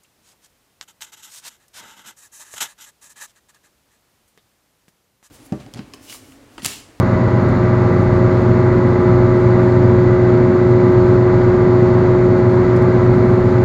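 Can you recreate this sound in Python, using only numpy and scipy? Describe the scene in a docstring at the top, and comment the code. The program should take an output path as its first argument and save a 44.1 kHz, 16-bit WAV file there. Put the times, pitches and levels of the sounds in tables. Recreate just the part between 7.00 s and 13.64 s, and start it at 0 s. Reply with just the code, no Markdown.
"""Inside a car cruising on a country road, with one worn wheel bearing.
The bearing's steel balls roll over pits in its two rings, and each ring makes its own stack of tones.
One of these tones booms in the car body as a swelling drone. Under it run the engine, road rumble,
tyre roar and wind on the glass; now and then the plastic trim ticks."""
import sys
import numpy as np
from scipy import signal
from scipy.fft import rfft, irfft, next_fast_len
from scipy.io import wavfile

SR = 44100
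rng = np.random.default_rng(int(sys.argv[2]) if len(sys.argv) > 2 else 0)


def generate_wav(signal):
    """Clip the signal to [-1, 1] and save it as 16-bit WAV at the path in sys.argv[1]."""
    frames = np.transpose(np.atleast_2d(signal))
    scaled = np.clip(frames, -1, 1) * 32767
    pcm = np.round(scaled).astype(np.int16)
    wavfile.write(sys.argv[1], SR, pcm)


N = 292824
TIME = np.arange(N) / SR


def undb(db):
    """Turn decibels (dB) into a number to multiply a sound by."""
    return 10 ** (np.asarray(db) / 20)


def waver(rate):
    """A smooth random wobble, about 1 in size, changing about rate times a second."""
    coarse = np.linspace(0, N / SR, 2048)
    hz = np.fft.rfftfreq(len(coarse), coarse[1])
    wobble = irfft(rfft(rng.standard_normal(len(coarse))) / (1 + (hz / rate) ** 2))
    return np.interp(TIME, coarse, wobble / wobble.std())


def noise(spectrum):
    """Noise shaped by rows of frequency in Hz and strength in dB per Hz."""
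    hz, db = np.transpose(spectrum)
    size = next_fast_len(N)
    bins = np.maximum(np.fft.rfftfreq(size, 1 / SR), 1)
    gain = undb(np.interp(np.log(bins), np.log(hz), db)) * (bins < hz[-1])
    return irfft(rfft(rng.standard_normal(size)) * gain, size)[:N] * np.sqrt(SR / 2)


def tone(cycles, db):
    """A pure tone that follows a running count of cycles, starting anywhere in its cycle."""
    phase = 2 * np.pi * ((cycles + rng.random()) % 1)
    return np.sqrt(2) * undb(db) * np.sin(phase)


def hum(turns, table, waver_db, waver_rate):
    """The tones of a spinning part, each wavering in level as the load changes."""
    return sum(tone(multiple * turns, db + waver_db * waver(waver_rate)) for multiple, db in table)


# A faint, high hiss. Each row: frequency in Hz, base strength in dB per Hz.
TREBLE_FLICKER = [(3000, -125), (6500, -104), (8500, -105), (10500, -110), (15700, -122)]
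def treble_flicker():
    """A faint, high hiss that flickers on and off at random."""
    return noise(TREBLE_FLICKER) * np.clip(waver(6.5), 0, 1.5)


# The wind's hiss. Each row: frequency in Hz, strength in dB per Hz.
WIND_HISS = [(1500, -89.5), (2700, -81), (3100, -84), (3500, -82), (4350, -80.5), (5300, -90), (6000, -91),
             (7050, -89), (7900, -104), (10000, -109), (16000, -108)]
def wind():
    """Air hisses along the glass."""
    return noise(WIND_HISS) * undb(.48 * waver(5))


# Road and tyre noise in the cabin. Each row: frequency in Hz, strength in dB per Hz.
ROAD_RUMBLE = [(10, -75.5), (23, -68.5), (33, -55), (41, -45.5), (49, -53.5), (57, -44), (70, -49),
               (100, -44), (118, -37), (138, -40.5), (200, -45.5), (300, -50.5), (350, -47.5), (700, -72.5)]
TYRE_ROAR = [(200, -67), (420, -56), (560, -56.5), (690, -59.5), (830, -57), (1150, -59.5), (1500, -63),
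             (1750, -66), (1990, -64.5), (2250, -70), (2450, -77.5), (3100, -92.5), (6000, -120)]
def road(passes):
    """Asphalt shakes the body, and the tyres roar with a grind each time a bearing ball passes."""
    rumble = noise(ROAD_RUMBLE) * undb(.5 * waver(4.8))
    grind = 1 + .12 * np.cos(2 * np.pi * passes) + .096 * np.cos(2 * np.pi * DRONE_MULTIPLE * passes)
    roar = noise(TYRE_ROAR) * grind * undb(.5 * waver(4.3))
    return rumble + roar


def tick(start_s, db, hz, fade_s, rise_s=.0006):
    """One slip of plastic: a burst of bright noise that drops 60 dB in fade_s seconds."""
    age = np.arange(SR // 10) / SR
    b, a = signal.iirpeak(hz, Q=2, fs=SR)
    ring = signal.lfilter(b, a, rng.standard_normal(len(age)))
    loudness = undb(db - 60 * age / fade_s) * (1 - np.exp(-age / rise_s))
    return np.pad(loudness * ring / ring.std(), (int(start_s * SR), N))[:N]


# The clearer ticks of the trim. 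Each row: start in seconds, level in dB, pitch in Hz.
TRIM_TICKS = [(.487, -50, 6800), (.997, -61, 13000), (3.921, -53, 13000), (5.762, -42, 5500),
              (5.821, -45, 4960), (6.404, -57, 12000)]
def trim(faint_count=14):
    """Plastic trim slips and ticks: a few times clearly, and faintly at random moments."""
    clear = sum(tick(start_s, db, hz, fade_s=.055) for start_s, db, hz in TRIM_TICKS)
    faint = sum(tick(rng.uniform(0, N / SR), db=rng.uniform(-65, -60), hz=11500, fade_s=.018)
                for _ in range(faint_count))
    return clear + faint


# The wheels' low tones. Each row: vibrations per wheel turn, level in dB.
WHEEL_TONES = [(2, -48), (3, -40.5), (4, -37), (6, -42.5), (8, -28)]
def wheels(turns):
    """Wheels that are not quite round hum as they roll."""
    return hum(turns, WHEEL_TONES, waver_db=.5, waver_rate=1.5)


# The engine's weaker tones. Each row: vibrations per engine turn, level in dB.
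ENGINE_TONES = [(4, -31.5), (6, -43), (6.5, -37), (8, -35), (8.5, -47.5), (10, -39.5), (10.5, -42),
                (12.5, -45.5), (24, -42.5)]
def engine(turns):
    """A four-cylinder engine fires twice a turn; weaker tones hum above that."""
    firing = tone(2 * turns, db=-22 + 1.5 * waver(2))
    return firing + hum(turns, ENGINE_TONES, waver_db=2.5, waver_rate=1.8)


def hub(turns, whine_db, pitch_hz=1990, width_hz=110, base_db=-49):
    """Rough metal rolling on metal makes the wheel hub ring, throbbing twice a turn."""
    b, a = signal.iirpeak(pitch_hz, pitch_hz / width_hz, fs=SR)
    ring = signal.lfilter(b, a, signal.lfilter(b, a, rng.standard_normal(N)))
    throb = 1 + .74 * np.cos(4 * np.pi * turns)
    return ring / ring.std() * undb(base_db + whine_db) * throb


# The inner ring's tones, at 2, 3, 4, .. vibrations per passing ball.
# Each row: level in dB, level of the side tone below in dB, level of the side tone above in dB.
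INNER_TONES = [(-28, -26.5, -31.5), (-40.5, -35.5, -39), (-47, -41.5, -44.5), (-51.5, -41.5, -45),
               (-48, -55, -46), (-41, -47.5, -46.5), (-43.5, -47, -51.5), (-51.5, -53.5, -53),
               (-48.5, -55, -54), (-49.5, -45, -50.5), (-51, -54.5, -51), (-54.5, -57, -65)]
def inner_ring(passes, turns, boom_db=-17.5):
    """This pit turns with the wheel, in and out of the load, adding side tones around its higher tones."""
    sound = tone(passes, boom_db)
    for multiple, (db, below_db, above_db) in enumerate(INNER_TONES, 2):
        cycles = multiple * passes
        # high tones sound only in the middle of the load, so their side tones spread further
        far_db = min(-14 + 1.7 * multiple, 0)
        group = tone(cycles, db)
        for side, side_db in ((-1, below_db), (1, above_db)):
            group += tone(cycles + side * turns, side_db)
            group += tone(cycles + 2 * side * turns, side_db + far_db)
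        sound += group * undb(1.3 * waver(2.3))
    return sound


# The outer ring's tones. Each row: vibrations per passing ball, base level in dB.
OUTER_TONES = [(1, -43), (2, -25), (3, -29.5), (5, -36.5), (6, -29), (7, -29), (8, -45.5), (9, -41),
               (10, -43), (11, -38.5), (12, -42), (13, -38.5), (14, -47.5), (15, -52.5), (16, -46),
               (17, -46.5), (18, -47), (22, -45), (23, -53.5)]
def outer_ring(passes, whine_db):
    """The outer ring stands still, so the balls strike its pit evenly."""
    sound = np.zeros(N)
    for multiple, db in OUTER_TONES:
        # harder contact brings up only the high tones; they also waver most
        highness = np.clip((multiple - 8.5) / 4, 0, 1)
        waver_db = (1.1 + .61 * highness) * waver(2.3)
        sound += tone(multiple * passes, db + highness * (whine_db - .8) + waver_db)
    return sound


DRONE_MULTIPLE = 4  # vibrations per passing ball
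def drone(passes, start_db=-28, peak_db=-12.5, peak_s=3.84, ease_db_per_s=1):
    """One outer-ring tone matches a pitch the car body rings at; it swells, then eases a little."""
    power = np.interp(TIME, [0, peak_s], undb([start_db, peak_db]) ** 2)
    db = 10 * np.log10(power) - ease_db_per_s * np.maximum(TIME - peak_s, 0)
    return tone(DRONE_MULTIPLE * passes, db + .5 * waver(2.7))


BALLS, OUTER_PASSES_PER_TURN, ENGINE_TURNS_PER_TURN = 15, 6.4295, 3.462  # per turn of the wheel
PASS_HZ, RISE_HZ_PER_S = 90.19, .115  # how often balls pass the outer pit, and how that rises
def scene():
    """The car gathers speed very slowly; bearing and engine keep step with the wheel."""
    steady_passes = np.cumsum(PASS_HZ + RISE_HZ_PER_S * TIME) / SR
    turns = steady_passes / OUTER_PASSES_PER_TURN
    # the cage holding the balls slips a little: the passes one ring gains, the other loses
    outer_passes = steady_passes + .004 * waver(4.6)
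    inner_passes = BALLS * turns - outer_passes
    whine_db = 3 - TIME + waver(2)  # the high whine fades about 1 dB a second
    background = wind() + treble_flicker() + road(outer_passes) + trim() + wheels(turns)
    background += engine(ENGINE_TURNS_PER_TURN * turns)
    bearing = hub(turns, whine_db) + inner_ring(inner_passes, turns) + outer_ring(outer_passes, whine_db)
    return (background + bearing + drone(outer_passes))[None]


def record(dry, ceiling=.98, top_hz=15700):
    """Round off the tallest peaks and cut the highest treble."""
    rounded = dry / (1 + (dry / ceiling) ** 10) ** (1 / 10)
    return signal.sosfilt(signal.ellip(10, .1, 80, top_hz, fs=SR, output="sos"), rounded)


dry = scene()
out = record(dry)
generate_wav(out)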